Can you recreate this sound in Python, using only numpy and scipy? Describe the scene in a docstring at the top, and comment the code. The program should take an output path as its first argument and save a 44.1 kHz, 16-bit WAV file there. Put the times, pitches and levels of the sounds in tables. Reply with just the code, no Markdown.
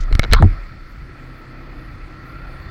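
"""Motorcycle ride with a jostled camera

A small motorcycle putters along, heard from a camera carried by the rider: sine orders of the firing rate make
the engine; modulated tones and narrow noise its drive; shaped noise the tyres, drone, low rumble and air.
In the first half second the mount rumbles, decaying swings thump, ringing bursts click and band noise rubs,
overloading the mic; the rumble is wind afterwards, and one soft thump follows later.
An oncoming scooter, noise with narrow rings, swells and hisses away behind."""
import sys
import numpy as np
from scipy import signal
from scipy.io import wavfile

SR = 44100
rng = np.random.default_rng(int(sys.argv[2]) if len(sys.argv) > 2 else 0)


def to_wav(sig):
    """Store sig (one row per channel, or 1-D mono) as 16-bit WAV at the path in sys.argv[1].

    Samples outside -1..1 are clipped; the rate is SR.
    """
    pcm = np.clip(np.atleast_2d(sig), -1, 1) * 32767
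    pcm = np.round(pcm).astype(np.int16)
    wavfile.write(sys.argv[1], SR, pcm.T)  # frames by channels


N = 119070
TIME = np.arange(N) / SR

# Engine firing rate before jitter: time_s, firing_hz
FIRING_RATE = [(0, 36.11), (.6, 36.5), (.9, 33.47), (1.2, 31.66), (1.6, 32.55), (2.0, 31.14), (2.35, 32.34),
               (2.7, 33.5)]
# Engine loudness over the ride: time_s, level_db
ENGINE_LEVEL_CURVE = [(0, -51), (.8, -51), (1.08, -44), (1.22, -38), (1.45, -39), (1.72, -35.5),
                      (2.0, -42.5), (2.3, -38.5), (2.7, -39.5)]
# Balance of the engine orders before flicker: multiple of the firing rate, relative_db
ENGINE_ORDERS = [(1, 1), (2, -12.5), (3, -9), (4, -2.5), (5, -10.5), (7, -18), (8, -12.5), (9, -17),
                 (10, -10.5), (11, -16.5), (15, -19)]
SPEED_JITTER, ORDER_FLICKER_DB = 0.0114, 0.5  # jitter is a fraction of the firing rate

# Main whine of the drive: time_s, pitch_hz, level_db before the throb
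WHINE_CURVE = [(0, 1335, -43), (.6, 1320, -48.5), (.95, 1335, -50.5), (1.6, 1330, -51.5),
               (2.05, 1320, -49.5), (2.29, 1345, -43), (2.46, 1385, -44.5), (2.57, 1345, -48.5),
               (2.7, 1330, -49)]
# Higher resonances of the whirring drive: pitch_hz, width_hz, relative_db
DRIVE_RINGS = [(1896, 225, -53), (3510, 81, -67.5), (4366, 530, -61.5)]
# Fader on those resonances: time_s, gain_db
WHIRR_GAIN_CURVE = [(0, 2.5), (.6, 1.5), (.95, -2), (1.5, -0.5), (2.1, 0), (2.4, 0.5), (2.7, 4.5)]
WHINE_WANDER_HZ, WHINE_CLEAN = 62, 0.46  # rate of the rough part; steady tone against it
FIRING_THROB = 0.19  # swing of the drive's gain with each firing

# Tyre noise loudness: time_s, level_db
TYRE_LEVEL_CURVE = [(0, -45.5), (.55, -45.5), (.85, -54.5), (1.15, -48), (1.55, -45.5), (1.9, -46),
                    (2.2, -46), (2.5, -44), (2.7, -44.5)]
# Tyre noise colour: frequency_hz, relative_db_per_hz
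TYRE_SPECTRUM = [(60, -12), (200, -8.5), (420, -12.5), (620, -8.5), (950, -14.5), (1250, -7), (1550, -13),
                 (2000, -9), (2600, -17), (2950, -27.5), (5000, -46), (16000, -72)]
# Loudness of the low rumble, the mount shaking in the first half second, wind afterwards: time_s, level_db
RUMBLE_LEVEL_CURVE = [(0, -34.5), (.45, -17), (.6, -38.5), (.75, -33.5), (.82, -38.5), (1.03, -32),
                      (1.15, -40.5), (1.65, -46.5), (1.8, -33.5), (1.92, -32), (2.03, -38), (2.25, -36.5),
                      (2.45, -36), (2.7, -34)]
# Colour of the low rumble: frequency_hz, relative_db_per_hz
RUMBLE_SPECTRUM = [(15, -8.5), (36, 3.5), (60, -7), (100, -10.5), (170, -19), (400, -38), (2000, -82)]
# Low drone of the bodywork: frequency_hz, relative_db_per_hz
DRONE_SPECTRUM = [(40, -4), (90, 1), (150, 4), (205, -11.5), (255, -1), (330, 3.5), (410, -16),
                  (600, -21.5), (1200, -39)]
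# Steady hiss of the air: frequency_hz, relative_db_per_hz
AIR_SPECTRUM = [(1000, 7.5), (3000, 6.5), (4000, -1), (4800, 3), (5600, -4.5), (7000, -10.5),
                (10000, -24.5), (16000, -20)]
DRONE_DB, AIR_DB = -46.5, -58.5

# Rubs on the housing: start_s, length_s, level_db before the fades, low_edge_hz, high_edge_hz
RUB_EVENTS = [(.0, 0.051, -44.5, 3100, 6550), (0.106, 0.022, -28, 120, 500), (0.229, 0.037, -24, 81, 690),
              (0.314, .06, -32, 3270, 4960), (.359, 0.055, -18, 895, 1444), (.36, 0.079, -38, 3300, 4350),
              (0.397, 0.095, -18, 222, 383)]
RUB_GRAIN_DB, RUB_ATTACK_S = 4.5, 0.0063

# Fader on the passing scooter: time_s, gain_db
SCOOTER_GAIN_CURVE = [(0, -67), (.3, -46), (.5, -44.5), (.62, -50), (.8, -53.5), (1.1, -55.5), (1.6, -74),
                      (2.7, -82)]
# Scooter hiss colour: frequency_hz, relative_db_per_hz
SCOOTER_SPECTRUM = [(300, -14), (900, -2.5), (1400, 14), (2200, 8.5), (2800, -14), (4600, -7), (5800, -20),
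                    (7500, -20), (16000, -45)]
# Resonances of the scooter's drive: pitch_hz, width_hz, relative_db
SCOOTER_DRIVE_RINGS = [(2200, 190, -7.5), (4650, 470, -19.5), (5430, 320, -22)]

# Thumps of the mount: start_s, level_db before the rise, pitch_hz, t60_s, rise_s
THUMP_EVENTS = [(.004, -11.5, 31.2, 0.67, 0.0027), (0.124, 0.5, 32.8, 0.18, 0.0035),
                (0.139, -10, 45.6, 0.054, 0.0053), (.152, 4.5, 64, 0.036, 0.0024),
                (.194, 9, 78.5, 0.014, 0.00041), (0.199, -7.5, 29, 0.21, .006),
                (.300, -2, 31.04, 0.66, 0.0083), (.324, 1, 58, 0.12, 0.00069), (0.363, 5, 60, 0.04, 0.0059),
                (0.4, -5.5, 150.2, 0.12, 0.0041), (0.4268, 4, 89.7, 0.18, 0.00073),
                (.434, -3, 221, 0.082, 0.0046), (.451, -6, 96, 0.1, 0.0024),
                (0.473, -10.5, 39.4, 0.5, 0.0031), (1.763, -25.5, 41.2, 0.27, .01)]
OVERTONE_RATIO, OVERTONE_DB = 3.4, -20

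# Clicks of the housing: start_s, force_db, brightness_hz, crunch_t60_s, dry_crack_db, boosted_ring_hz
CLICK_EVENTS = [(0.1262, -27, 3520, 0.019, -37, 4200), (0.152, -23.5, 6000, 0.0035, -26.5, 1310),
                (0.1943, -8.5, 4450, 0.0087, -13.5, 1727), (0.2212, -31, 3500, 0.005, -60, 3900),
                (0.2324, -18.5, 2800, 0.011, -61, 1430), (0.239, -20.5, 3720, 0.0067, -54, 3900),
                (0.2474, -21.5, 2800, .012, -58, 1450), (0.3137, -25.5, 5000, 0.017, -52, 3800),
                (0.325, -15, 3500, 0.02, -35, 3100), (.3338, -4, 5900, 0.013, -7.5, 3140),
                (0.3383, -16, 2200, 0.032, -41, 1364), (0.3472, -16.5, 3000, 0.015, -34, 1300),
                (0.4239, -8, 875, 0.023, -28.5, 790), (0.4365, -22, 500, 0.033, -48, 700),
                (0.4428, -18, 900, 0.0063, -41, 1380)]
# Modes of the housing: pitch_hz, width_hz, relative_db
HOUSING_MODES = [(490, 210, -1.5), (820, 284, -1), (1326, 233, 2), (1740, 180, 1), (2177, 133, 5.5),
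                 (2985, 380, -4.5), (3900, 570, -2), (5650, 690, -6), (6300, 940, -10), (10600, 1300, -25)]
FIRST_TOUCH = 5.7  # height of the first touch against the crunch
RING_DB, MODE_SCATTER_DB = 12.5, 1
SPOT_DB, SPOT_WIDTH_HZ = 3.5, 208  # extra ring of the spot that is hit
CRACK_T60_S, CRACK_TOP_HZ = 0.0088, 9700

OVERLOAD, CUTOFF_HZ = 1.0, 16300  # clipping amplitude; top of the sound


def from_db(db):
    """Decibels to gain."""
    return 10 ** (np.asarray(db) / 20)


def rms_one(x):
    """Scale to rms 1."""
    return x / np.sqrt(np.mean(x ** 2) + 1e-20)


def in_time(rows):
    """Each column of a curve at every sample."""
    s, *columns = np.transpose(rows)
    return [np.interp(TIME, s, column) for column in columns]


def fader(rows):
    """A curve in decibels as gain at every sample."""
    return from_db(in_time(rows)[0])


def drift(rate_hz):
    """Random wander of spread 1: noise through two equal smoothers, drawn every 40 samples."""
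    r = np.exp(-80 * np.pi * rate_hz / SR)
    noise = rng.standard_normal(N // 40 + 2002)
    slow = signal.lfilter([1], [1, -2 * r, r * r], noise)[2000:]  # skip the settling
    return np.interp(np.arange(N) / 40, np.arange(len(slow)), rms_one(slow))


def low_pass(x, hz):
    """Second-order low-pass."""
    sos = signal.butter(2, min(hz, SR * .45), fs=SR, output="sos")
    return signal.sosfilt(sos, x + 1e-18)


def band_pass(x, low_hz, high_hz):
    """Keep what lies between two edges."""
    sos = signal.butter(3, [low_hz, high_hz], "band", fs=SR, output="sos")
    return signal.sosfilt(sos, x)


def resonate(x, hz, width_hz):
    """A resonance with gain 1 on top."""
    r = np.exp(-np.pi * width_hz / SR)
    feed = np.array([1, 0, -1]) * (1 - r * r) / 2
    return signal.lfilter(feed, [1, -2 * r * np.cos(2 * np.pi * hz / SR), r * r], x + 1e-18)


def narrow_noise(hz, width_hz):
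    """Noise through two equal resonances, each wider than the result; rms 1."""
    each_hz = width_hz * np.pi / 2
    return rms_one(resonate(resonate(rng.standard_normal(N), hz, each_hz), hz, each_hz))


def ringing_noise(rings):
    """A sum of narrow noises, each at its own level."""
    return sum(from_db(db) * narrow_noise(hz, width_hz) for hz, width_hz, db in rings)


def banded_noise(spectrum, patchy_db):
    """Third-octave bands of noise, each with its own level and flicker; rms 1."""
    edges = 16 * 2 ** (np.arange(31) / 3)
    points, levels = np.transpose(spectrum)
    white = rng.standard_normal((2, N + SR // 2))  # neighbouring bands use separate noise
    out = 0
    for k, (low, high) in enumerate(zip(edges, edges[1:])):
        band = band_pass(white[k % 2], low, high)[-N:]
        level_db = np.interp(np.log(low * high) / 2, np.log(points), levels)
        out = out + band * from_db(level_db + patchy_db * drift(8.5))
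    return rms_one(out)


def engine(turn):
    """The exhaust note: whole multiples of the firing rate, each a little unsteady."""
    orders = 0
    for k, db in ENGINE_ORDERS:
        gain = from_db(db + ORDER_FLICKER_DB * drift(3.2))
        orders = orders + gain * np.sin(round(k) * turn + rng.uniform(0, 2 * np.pi))
    return fader(ENGINE_LEVEL_CURVE) * rms_one(orders)


def drive(turn):
    """A rough whine and higher resonances that throb with the firings."""
    hz, db = in_time(WHINE_CURVE)
    phase = 2 * np.pi * np.cumsum(hz) / SR
    # random wander on both quadratures roughens a steady tone
    tone = (WHINE_CLEAN + drift(WHINE_WANDER_HZ)) * np.cos(phase)
    rough = drift(WHINE_WANDER_HZ) * np.sin(phase)
    whine = from_db(db) * rms_one(tone + rough)
    whirr = fader(WHIRR_GAIN_CURVE) * ringing_noise(DRIVE_RINGS)
    return (whine + whirr) * (1 + FIRING_THROB * np.cos(turn))


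def tyres():
    """Tyres on the road: patchy broadband noise."""
    return fader(TYRE_LEVEL_CURVE) * banded_noise(TYRE_SPECTRUM, patchy_db=1.57)


def low_rumble():
    """Low noise that rises and falls: the mount shaking in the first half second, wind afterwards."""
    return fader(RUMBLE_LEVEL_CURVE) * banded_noise(RUMBLE_SPECTRUM, patchy_db=2.0)


def bodywork_drone():
    """Low drone of the running machine's bodywork: patchy low noise."""
    return from_db(DRONE_DB) * banded_noise(DRONE_SPECTRUM, patchy_db=3.9)


def air_hiss():
    """Air hiss: noise at one overall level with slight flicker."""
    return from_db(AIR_DB) * banded_noise(AIR_SPECTRUM, patchy_db=1.3)


def rubs():
    """Short grainy slides on the housing; each starts quickly and fades."""
    out = np.zeros(N)
    for s, length, db, low_hz, high_hz in RUB_EVENTS:
        attack = np.clip((TIME - s) / RUB_ATTACK_S, 0, 1)
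        fade = np.clip(1 - (TIME - s) / length, 0, 1)
        grains = rng.standard_normal(N) * from_db(RUB_GRAIN_DB * drift(150))
        out += attack * fade * from_db(db) * rms_one(band_pass(grains, low_hz, high_hz))
    return out


def scooter():
    """An oncoming scooter's hiss and ringing drive swell as it passes, then fade behind."""
    rings = ringing_noise(SCOOTER_DRIVE_RINGS)
    hiss = banded_noise(SCOOTER_SPECTRUM, patchy_db=3.5)
    return fader(SCOOTER_GAIN_CURVE) * (hiss + rings)


def thumps():
    """Each jolt sets the mount swinging at a low pitch with one weak overtone."""
    out = np.zeros(N)
    for s, db, hz, t60, rise in THUMP_EVENTS:
        age = np.maximum(TIME - s, 0)
        swing = np.sin(2 * np.pi * hz * age)
        swing += from_db(OVERTONE_DB) * np.sin(2 * np.pi * hz * OVERTONE_RATIO * age)
        decay = from_db(db - 60 * np.minimum(age / t60, 3))
        out -= swing * decay * (1 - np.exp(-age / rise))
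    return out


def housing_ring(force):
    """The force excites every housing mode, with alternating sign and scattered level."""
    ringing = 0
    for k, (hz, width_hz, mode_db) in enumerate(HOUSING_MODES):
        gain = from_db(mode_db + RING_DB + MODE_SCATTER_DB * rng.normal())
        ringing = ringing + (-1) ** k * gain * resonate(force, hz, width_hz)
    return ringing


def clicks():
    """A dry crack, a touch and a short crunch; the housing rings, with extra near the pitch of the spot hit."""
    out, age = np.zeros(N), np.arange(SR // 8) / SR
    for s, db, bright_hz, t60, crack_db, spot_hz in CLICK_EVENTS:
        crunch = rng.choice([-1, 1], len(age)) * from_db(-60 * age / t60)
        touch = FIRST_TOUCH * (age == 0)
        ringing = housing_ring(low_pass(from_db(db) * (crunch + touch), bright_hz))
        spot = from_db(SPOT_DB) * resonate(ringing, spot_hz, SPOT_WIDTH_HZ)
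        crack = rng.choice([-1, 1], len(age)) * from_db(crack_db - 60 * age / CRACK_T60_S)
        start = int(s * SR)
        out[start:start + len(age)] += ringing + spot + low_pass(crack, CRACK_TOP_HZ)
    return out


def scene():
    """The ride, with the jostled camera on top; engine and drive share one firing phase."""
    firing_hz = in_time(FIRING_RATE)[0] * (1 + SPEED_JITTER * drift(6.16))
    turn = 2 * np.pi * np.cumsum(firing_hz) / SR
    ride = engine(turn) + drive(turn) + tyres() + low_rumble() + bodywork_drone() + air_hiss()
    passing = scooter()
    jostling = thumps() + clicks() + rubs()
    return (ride + passing + jostling)[None]


def record(dry):
    """The hardest knocks overload the input; the top is cut."""
    clipped = np.clip(dry, -OVERLOAD, OVERLOAD)
    sos = signal.cheby2(14, 60, CUTOFF_HZ + 500, fs=SR, output="sos")
    return signal.sosfilt(sos, clipped)


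dry = scene()
out = record(dry)
to_wav(out)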